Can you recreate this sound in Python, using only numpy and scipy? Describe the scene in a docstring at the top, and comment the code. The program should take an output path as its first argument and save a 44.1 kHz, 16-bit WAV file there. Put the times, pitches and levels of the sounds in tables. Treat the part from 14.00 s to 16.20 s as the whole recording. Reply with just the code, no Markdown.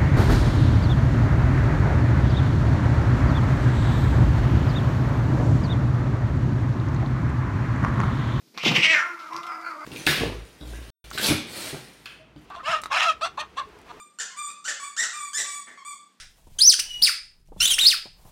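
"""Shrill, rasping squeaks and softer, steadier whistles: a small dog chews a squeaky toy on the
wooden floor of a living room, a few metres away. Each bite drives air through the reed: its pitch
shoots up, breaks into a rasping overblown note and sags. As the jaws let go the toy refills with a
longer, steadier, lower squeak. Puffs of air and two very faint low swells, almost lost in the quiet
of the room, are added as shaped noise; the bare room rings after each squeak."""
import sys
import numpy as np
from scipy import signal
from scipy.fft import rfft, irfft, next_fast_len
from scipy.io import wavfile
from scipy.ndimage import uniform_filter1d

SR = 44100
rng = np.random.default_rng(int(sys.argv[2]) if len(sys.argv) > 2 else 0)


def to_wav(s):
    """Save 16-bit WAV."""
    ch = np.atleast_2d(s).T  # columns
    pcm = np.round(np.clip(ch, -1, 1) * 32767)  # PCM
    wavfile.write(sys.argv[1], SR, pcm.astype(np.int16))


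N = 97020
LEAD = SR // 4  # samples of lead-in, so the room is already ringing
TIME = np.arange(-LEAD, N) / SR
TOP_HZ = 15400  # upper band limit of the reed's harmonics and of the microphone


def amp(db):
    """Decibels to gain."""
    return 10 ** (np.asarray(db) / 20)


def unit(x):
    """Scale to rms 1."""
    return x / np.sqrt(np.mean(x ** 2) + 1e-20)


def along(points, hz):
    """Read a curve of (f/Hz, value) points on a log frequency axis."""
    f, value = np.transpose(points)
    return np.interp(np.log(hz + 1), np.log(f + 1), value)


def filtered(x, response):
    """Multiply the spectrum of x by a response of frequency."""
    size = next_fast_len(len(x) + 8192)
    hz = np.fft.rfftfreq(size, 1 / SR)
    return irfft(rfft(x, size) * response(hz), size)[:len(x)]


def noise(colour):
    """White noise shaped by a colour curve, at rms 1."""
    white = rng.standard_normal(len(TIME))
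    return unit(filtered(white, lambda hz: amp(along(colour, hz))))


def wobble(rate_hz):
    """A random curve of rms 1 whose movement falls away above this rate."""
    white = rng.standard_normal(len(TIME))
    return unit(filtered(white, lambda hz: 1 / (1 + (hz / rate_hz) ** 4)))


def room_tone():
    """The quiet of the room: steady, low-weighted noise."""
    # Colour of the quiet: [f/Hz, level/dB per Hz]
    hush_colour = [(25, -26), (60, -39), (120, -13), (195, 5.5), (300, -3), (600, -8), (1500, -9.5),
                   (5000, -13.5), (14000, -27.5)]
    return amp(-67.5) * noise(hush_colour)


def room(x, count=10):
    """Early bounces off floor and furniture, then a diffuse tail that favours no pitch and whose treble dies first."""
    # Reverberation time of the room: [f/Hz, T60/s]
    decay_times = [(150, 0.34), (1200, 0.51), (2400, 0.47), (5000, 0.51), (8000, 0.36), (14000, 0.28)]
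    room_db, early_db = 3, -4
    wall_gap_s, early_s = .003, .02  # delay of the first bounce, spread of the early ones

    # noise that decays at its own rate in each band
    hz, t, bands = signal.stft(rng.standard_normal(SR * 3 // 4), SR, nperseg=256)
    decay = amp(-60 * t / along(decay_times, hz)[:, None])
    tail = signal.istft(bands * decay, SR, nperseg=256)[1]
    tail /= np.linalg.norm(tail)

    for when, size in rng.uniform(0, 1, (count, 2)):
        bounce = int(SR * (wall_gap_s + early_s * when))
        tail[bounce] += amp(early_db) * 2 * size / np.sqrt(count)

    # level the spectrum over 45 Hz (the bins are 1 Hz apart), so that no pitch is favoured
    spectrum = rfft(tail, SR)
    local_power = uniform_filter1d(abs(spectrum) ** 2, 45)
    tail = irfft(spectrum / np.sqrt(local_power))[:SR * 2 // 3]

    # silent until the wall gap has passed, then faded in over the same time
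    tail *= np.clip(np.arange(len(tail)) / SR / wall_gap_s - 1, 0, 1)
    return amp(room_db) * signal.fftconvolve(x, tail)[:len(x)]


def bursts(rows, colour, rise_s, decay_s):
    """Soft, toneless bursts of noise: a straight rise up to the listed time, then an exponential decay."""
    level = np.zeros(len(TIME))
    for peak_s, db in rows:
        age = TIME - peak_s
        rise = np.clip(1 + age / rise_s, 0, 1)
        level += amp(db) * rise * np.exp(-np.maximum(age, 0) / decay_s)
    return level * noise(colour)


def faint_swells():
    """Two very faint, short swells of low noise, almost lost in the quiet of the room."""
    # Swells: [t/s, level/dB]
    swell_rows = [(.062, -65), (.49, -62.5)]
    # Colour of the swells: [f/Hz, level/dB per Hz]
    swell_colour = [(50, -29), (120, -1), (260, 2), (600, 2), (1500, -44), (6000, -53)]
    return bursts(swell_rows, swell_colour, rise_s=0.0045, decay_s=0.02)


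def air_puffs():
    """Bites that push air out without sounding the reed: breathy noise."""
    # Puffs: [t/s, level/dB]
    puff_rows = [(.48, -59.5), (1.68, -45.5), (1.72, -55.5)]
    # Colour of the escaping air: [f/Hz, level/dB per Hz]
    puff_colour = [(60, -27), (130, -17), (230, -6.5), (500, -7), (1100, -11.5), (1550, -1.5), (1850, 6),
                   (2150, 0), (2600, -15), (5000, -18), (8000, -16.5), (14000, -43)]
    return bursts(puff_rows, puff_colour, rise_s=0.016, decay_s=0.023)


def reed(squeaks, bright_db, lift, colour, jitter, rough_jitter, jitter_hz, shimmer_db,
         leak_db, rush_db, overtone_db):
    """A beating reed: harmonics under a fixed colour; roughness shakes it, shifts its overtones and lets air rush."""
    # Air rushing through the overblown reed: [f/Hz, level/dB per Hz]
    rush_colour = [(60, -71), (180, -17.5), (500, -2.5), (1000, -3), (1700, -12.5), (2500, 1.5), (3600, 0),
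                   (7200, 2), (9000, -4.5), (10500, -46), (14500, -27.5)]
    attack_s, release_s = 0.00084, 0.0055

    out = np.zeros(len(TIME))
    pitch_shake, level_shake = wobble(jitter_hz), wobble(jitter_hz)
    air, leak = noise(rush_colour), noise(colour)
    k = np.arange(1, 15)[:, None]  # harmonic numbers

    for rows, lift_db in zip(squeaks, bright_db):
        s, *columns = np.transpose(rows)
        on = (TIME > s[0]) & (TIME < s[-1] + release_s)
        t = TIME[on]
        hz, db, rough = (np.interp(t, s, column) for column in columns)
        rough = np.clip(rough, 0, 1)

        shaken_hz = hz * (1 + (jitter + rough_jitter * rough) * pitch_shake[on])
        phase = 2 * np.pi * np.cumsum(shaken_hz) / SR

        partial_db = along(colour, k * hz) + lift_db * along(lift, k * hz)
        partial_db += (k > 1) * overtone_db * rough
        audible = k * hz < TOP_HZ
        tone = np.sum(amp(partial_db) * audible * np.cos(k * phase), axis=0)
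        tone *= amp(shimmer_db * rough * level_shake[on])

        # the air pulses with each swing of the reed
        breath = amp(leak_db) * leak[on] + amp(rush_db) * rough ** 2 * air[on]
        breath *= 1 + np.cos(phase) / 2

        attack = np.clip((t - s[0]) / attack_s, 0, 1)
        release = np.clip(1 - (t - s[-1]) / release_s, 0, 1)
        out[on] += attack * release * amp(db) * (tone + breath)

    # the squeaks carry little bass below about 200 Hz
    low_cut = signal.butter(2, 210, "highpass", fs=SR, output="sos")
    return signal.sosfilt(low_cut, out)


def refills():
    """The toy springs back and sucks air in through the reed: a cleaner whistle."""
    # One curve per refill: [t/s, pitch f/Hz, level/dB, flutter 0-1]
    refill_curves = [
        [(-.1, 1179, -41, 0), (-.03, 1201, -53.5, 0.01), (0, 1181, -43.5, 0.2)],
        [(.303, 1096, -49, 0.5), (.33, 1040, -55.5, 0.14), (.36, 988, -53, 0.3)],
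        [(.364, 1159, -47, 0), (.378, 1164, -38.5, 0.1), (.392, 1204, -34, .1), (.42, 1179, -39.5, 0.13),
         (.472, 1163, -37.5, 0.08), (.484, 1244, -48, 0.73), (.505, 1239, -42.5, .8)],
        [(.799, 1138, -38.5, 0), (.818, 1121, -44.5, 0), (.835, 1134, -35.5, 0.14), (.848, 1204, -42, 0.3),
         (.868, 1154, -42.5, 0.12), (.885, 1126, -42, 0.2)],
        [(1.13, 1157, -42.5, 0), (1.158, 1219, -37.5, 0.31), (1.195, 1167, -42, 0.14),
         (1.225, 1149, -37.5, 0.08), (1.255, 1185, -41.5, 0.17), (1.29, 1116, -42.5, 0.2)],
        [(1.445, 1143, -40, 0.17), (1.475, 1162, -41, 0), (1.53, 1137, -39, 0.08), (1.555, 1174, -38.5, 0.3),
         (1.58, 1139, -44, 0.08), (1.6, 1115, -46.5, 0.2)],
        [(1.775, 1133, -47.5, .2), (1.795, 1079, -52.5, 0.3), (1.815, 1065, -60, 0.4), (1.835, 1038, -64, .3)],
        [(1.849, 1135, -42.5, 0.08), (1.878, 1184, -40, 0.08), (1.9, 1166, -40.5, 0.08), (1.92, 1122, -44, 0.2),
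         (1.938, 1070, -52.5, 0.3)],
    ]
    # Brightness of each refill, as the muzzle covers more or less of the reed: [level/dB]
    refill_bright = [1, -7, -1.5, -0.5, 0, 2, -14.5, 0]
    # Share of that brightness at each frequency, sucking in: [f/Hz, share]
    in_lift = [(1200, -0.51), (3000, -0.19), (5500, -0.45), (8000, 0.86)]
    # Colour of the reed blown inward: [f/Hz, level/dB]
    in_colour = [(1000, -4.5), (1200, -0.5), (2350, -8), (3500, -12.5), (4700, -16.5), (5900, -22.5),
                 (7050, -4), (8150, -3), (9350, -14), (10500, -36.5), (12900, -32), (14200, -26.5),
                 (15500, -60)]
    return reed(refill_curves, refill_bright, in_lift, in_colour,
                jitter=.0015, rough_jitter=.022, jitter_hz=170,  # jitter as a share of the pitch
                shimmer_db=3, leak_db=-33, rush_db=-7, overtone_db=4)


def bites():
    """The jaws force air out through the reed: short, shrill, breaking squeaks."""
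    # One curve per bite: [t/s, pitch f/Hz, level/dB, overblown 0-1]
    bite_curves = [
        [(.187, 1440, -34, 0.53), (.198, 1477, -35.5, 0), (.2, 1855, -33.5, 1), (.205, 1777, -29, 0.82),
         (.213, 1519, -34.5, 0.84), (.222, 1385, -35, 0.93)],
        [(.642, 1174, -38.5, 0.3), (.647, 1237, -41, 0.1), (.653, 1417, -32.5, 0.23), (.661, 1525, -32, 0.53),
         (.678, 1500, -37, 0.43), (.68, 1929, -30, 0.78), (.69, 1758, -26.5, 0.84), (.7, 1622, -36, 0.84),
         (.712, 1330, -34.5, 1)],
        [(.965, 1219, -33, 0), (.972, 1547, -35, 0.1), (.98, 1790, -27, 0.1), (.989, 1861, -26.5, 0.36),
         (.999, 1828, -24, 0.05), (1.001, 2022, -23.5, 0.38), (1.01, 1943, -29.5, 0.72),
         (1.026, 1842, -26, 0.47), (1.034, 1554, -29, 0.76), (1.044, 1407, -30, 0.62), (1.054, 1272, -36, 0.66)],
        [(1.332, 1474, -35, 0), (1.339, 1640, -35.5, 0.05), (1.352, 1754, -29, 0), (1.374, 1776, -29, 0.26),
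         (1.377, 2013, -28, 0.58), (1.394, 1952, -27.5, 0.82), (1.407, 1799, -29.5, 0.82), (1.42, 1530, -38, 0)],
    ]
    # Brightness of each bite, as the muzzle covers more or less of the reed: [level/dB]
    bite_bright = [-0.5, -2, -1, 5.5]
    # Share of that brightness at each frequency, blowing out: [f/Hz, share]
    out_lift = [(1800, -0.61), (4500, 0.3), (7000, 0.41), (9000, 1)]
    # Colour of the reed blown outward: [f/Hz, level/dB]
    out_colour = [(700, -21), (1100, -10), (1500, -3), (2000, -1.5), (2450, -18), (3000, -7), (3700, -9),
                  (5500, -7), (7200, 0.5), (8800, -12.5), (10500, -34.5), (13500, -30.5), (15500, -48)]
    return reed(bite_curves, bite_bright, out_lift, out_colour,
                jitter=.007, rough_jitter=.014, jitter_hz=400,  # jitter as a share of the pitch
                shimmer_db=3, leak_db=-15.5, rush_db=-5, overtone_db=-2)


def scene():
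    """The toy and the faint swells, their echo and the quiet of the room, with the lead-in cut off."""
    play = faint_swells() + air_puffs() + refills() + bites()
    mix = room_tone() + room(play) + play
    return mix[None, LEAD:]


def record(dry):
    """The microphone keeps nothing above its band limit."""
    return np.array([filtered(dry[0], lambda hz: hz < TOP_HZ)])


dry = scene()
out = record(dry)
to_wav(out)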